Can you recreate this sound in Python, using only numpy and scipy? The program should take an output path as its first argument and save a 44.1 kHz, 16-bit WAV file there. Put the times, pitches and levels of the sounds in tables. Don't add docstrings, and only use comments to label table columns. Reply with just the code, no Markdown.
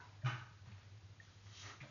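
import sys
import numpy as np
from scipy import signal
from scipy.fft import rfft, irfft
from scipy.io import wavfile

SR = 44100
rng = np.random.default_rng(int(sys.argv[2]) if len(sys.argv) > 2 else 0)


def persist_wave(psi):
    counts = np.round(np.clip(psi, -1, 1) * 32767).astype(np.int16)
    wavfile.write(sys.argv[1], SR, np.atleast_2d(counts).T)


N = 83790
T = np.arange(N) / SR


def amp(db):
    return 10 ** (np.asarray(db) / 20)


def unit(x):
    return x / np.sqrt(np.mean(x ** 2) + 1e-20)


def read(points, hz):
    pitch_hz, value = np.transpose(points)
    return np.interp(np.log(hz + 1), np.log(pitch_hz), value)


def add(mix, start_s, sound):
    part = mix[max(round(start_s * SR), 0):]
    part += sound[:len(part)]


def noise(colour, ripple_db=0):
    gain = amp(read(colour, np.fft.rfftfreq(N, 1 / SR)) + ripple_db)
    return unit(irfft(rfft(rng.standard_normal(N)) * gain, N))


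def drift(rate_hz):
    rolloff = 1 + (np.fft.rfftfreq(N, 1 / SR) / rate_hz) ** 4
    return unit(irfft(rfft(rng.standard_normal(N)) / rolloff, N))


def ripples(depth_db, spacing_hz=74.9):
    hz = np.fft.rfftfreq(N, 1 / SR)
    return depth_db * np.interp(hz / spacing_hz, np.arange(len(hz)), rng.standard_normal(len(hz)))


def rise(seconds):
    return 1 - np.exp(-T / seconds)


def mode(pitch_hz, level_db, fade_s):
    return amp(level_db - 60 * T / fade_s) * np.sin(2 * np.pi * pitch_hz * T)


def in_room(x):
    # pitch_hz, fade_s
    room_fades = [(150, 0.43), (500, 0.52), (1300, 0.56), (2800, 0.45), (6500, 0.49)]
    hz, t, bands = signal.stft(x, SR, nperseg=256)
    fade = amp(-60 * t / read(room_fades, hz)[:, None])
    return signal.istft(bands * fade, SR, nperseg=256)[1][:N]


def background(hum_hz=100.2, hum_db=-59.5, hiss_db=-66):
    # time_s, change_db
    swell = [(0, -1.5), (.55, -0.5), (.72, 1.5), (1.05, 4), (1.15, -1.5), (1.32, -3.5), (1.5, 3),
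             (1.68, 3.5), (1.76, -4.5)]
    # pitch_hz, relative_db
    hiss_colour = [(31, -35.5), (47, 0.5), (75, -2), (150, 2.5), (220, -7), (330, -9), (500, -12),
                   (900, -13.5), (2000, -15.5), (4000, -17), (6800, -21)]
    waver = amp(-6.5) * (drift(rate_hz=16) + 1j * drift(rate_hz=16))
    dips_db = -7.5 * np.clip(drift(rate_hz=14.7) - .5, 0, 1)
    level_db = hum_db + np.interp(T, *np.transpose(swell)) + dips_db
    hum = unit(((1 + waver) * np.exp(2j * np.pi * hum_hz * T)).real)
    return amp(level_db) * hum + amp(hiss_db) * noise(hiss_colour)


def taps():
    # start_s, level_db, pitch_hz, width_octaves, fade_s
    light_taps = [(0.0, -61.5, 956, 0.087, 0.54), (0.002, -55.5, 1545, 0.15, 0.16),
                  (.004, -61, 872, 1.34, 0.85), (.218, -65.5, 1750, 0.21, .3), (.229, -60, 615, .1, 0.31),
                  (.657, -66, 1190, 1.08, 0.98), (.716, -64, 2350, .4, 0.15),
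                  (.717, -66.5, 4480, 0.044, 0.074), (.775, -67.5, 1550, 1.04, 0.88),
                  (1.275, -70, 1660, 0.24, 0.17), (1.688, -55, 1243, 0.094, 0.2),
                  (1.73, -59, 1380, 0.16, 0.13), (1.803, -51.5, 2200, 0.27, .16),
                  (1.809, -60, 1570, 0.91, 0.86), (1.816, -69, 3600, .04, 0.21),
                  (1.826, -59, 617, 0.21, .35)]
    out, hz = np.zeros(N), np.geomspace(50, 8000, 240)
    for start_s, level_db, pitch_hz, width_octaves, fade_s in light_taps:
        colour_db = -20 * np.log10(1 + (np.log2(hz / pitch_hz) / width_octaves) ** 2)
        ringing = noise(np.c_[hz, colour_db], ripples(depth_db=3))
        add(out, start_s, amp(level_db - 60 * T / fade_s) * rise(.0016) * ringing)
    return out


def knock(wheels_s=.257, wheels_db=-47.5, frame_s=.2338):
    # start_s, level_db
    hits = [(.246, -52.5), (.258, -44), (.265, -47), (.293, -52.5), (.322, -54), (.376, -59)]
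    # pitch_hz, relative_db
    clack_colour = [(120, -23), (205, -9.5), (350, -8.5), (460, -24), (640, -11.5), (820, -14.5), (980, -6),
                    (1060, -10), (1250, -2.5), (1400, -6.5), (1530, -3.5), (1750, -9), (2000, -10),
                    (2460, -12), (2950, -13.5), (3200, -14.5), (3700, -15), (4300, -21.5), (5400, -22.5),
                    (6900, -28)]
    # pitch_hz, relative_db, fade_s
    wheel_tones = [(319, -6, .45), (365, -7, .35), (619, -11, .55), (926, -9, .55), (1140, -3, .5),
                   (1180, -6, .52), (1244, 1, .53), (1280, -6, .55), (1404, -6, .5), (1515, -2, .48),
                   (1667, -8, .55), (1848, -5, .5), (2142, -6, .42), (2460, -6, .45)]
    # pitch_hz, level_db, fade_s
    frame_tones = [(120.8, -32.7, .55), (134.2, -32.7, .31), (153, -54, .5), (207, -56, .3)]
    out, body = np.zeros(N), ripples(depth_db=4)
    for start_s, level_db in hits:
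        add(out, start_s, amp(level_db) * rise(.0015) * in_room(noise(clack_colour, body)))
    wheels = sum(rng.choice([-1, 1]) * mode(*tone) for tone in wheel_tones)
    add(out, wheels_s, amp(wheels_db) * rise(.0084) * wheels)
    frame = sum((-1) ** (k + 1) * mode(*tone) for k, tone in enumerate(frame_tones))
    add(out, frame_s, rise(.004) * frame)
    return out


def bumps():
    # start_s, level_db, pitch_hz, fade_s
    thuds = [(.672, -44.5, 108, 0.2), (0.69, -54, 198.4, 0.15), (1.812, -43.5, 133, 0.18),
             (1.822, -60, 300, .3), (1.835, -58.5, 213, 0.26)]
    out = np.zeros(N)
    for start_s, level_db, pitch_hz, fade_s in thuds:
        add(out, start_s, rise(.0041) * mode(pitch_hz, level_db, fade_s))
    return out


def ping(start_s=1.2, echo_db=-14):
    out = np.zeros(N)
    ring = rise(.0016) * mode(pitch_hz=1841, level_db=-42.5, fade_s=.031)
    room = in_room(rng.standard_normal(N))
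    echo = signal.fftconvolve(ring, room / np.linalg.norm(room))[:N]
    add(out, start_s, ring + amp(echo_db) * echo)
    return out


def rustle(grain_db=.5):
    # time_s, level_db
    swish_levels = [(1.19, -85), (1.22, -68.5), (1.42, -71), (1.52, -62.5), (1.585, -53), (1.64, -54),
                    (1.7, -56), (1.78, -67.5), (1.9, -96)]
    rub_levels = [(1.2, -76.5), (1.42, -83), (1.47, -68.5), (1.52, -70), (1.61, -71.5), (1.64, -56.5),
                  (1.7, -55.5), (1.738, -59.5), (1.765, -65), (1.85, -77)]
    # pitch_hz, relative_db
    swish_colour = [(300, -19.5), (1000, -11), (1700, -5.5), (2300, -5.5), (3100, 1), (4300, 2),
                    (5000, -3.5), (5900, 2), (6900, -5)]
    rub_colour = [(150, -10), (370, -3), (500, -11), (750, -5), (1050, -5), (1240, 0), (1420, -5.5),
                  (1720, -7.5), (1980, 2), (2300, -7), (4000, -26)]
    swish_db = np.interp(T, *np.transpose(swish_levels), left=-120)
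    rub_db = np.interp(T, *np.transpose(rub_levels), left=-120)
    swish = amp(swish_db) * noise(swish_colour, ripples(depth_db=2.5))
    rub = amp(rub_db) * noise(rub_colour, ripples(depth_db=1.5))
    grain = unit(amp(grain_db * drift(rate_hz=150)))
    return (swish + rub) * grain


def scene():
    return (background() + taps() + knock() + bumps() + ping() + rustle())[None]


def record(dry):
    cutoff_hz = 6970
    low_pass = signal.firwin(601, cutoff_hz, window=("kaiser", 8), fs=SR)
    return signal.oaconvolve(dry, low_pass[None], "same")


dry = scene()
out = record(dry)
persist_wave(out)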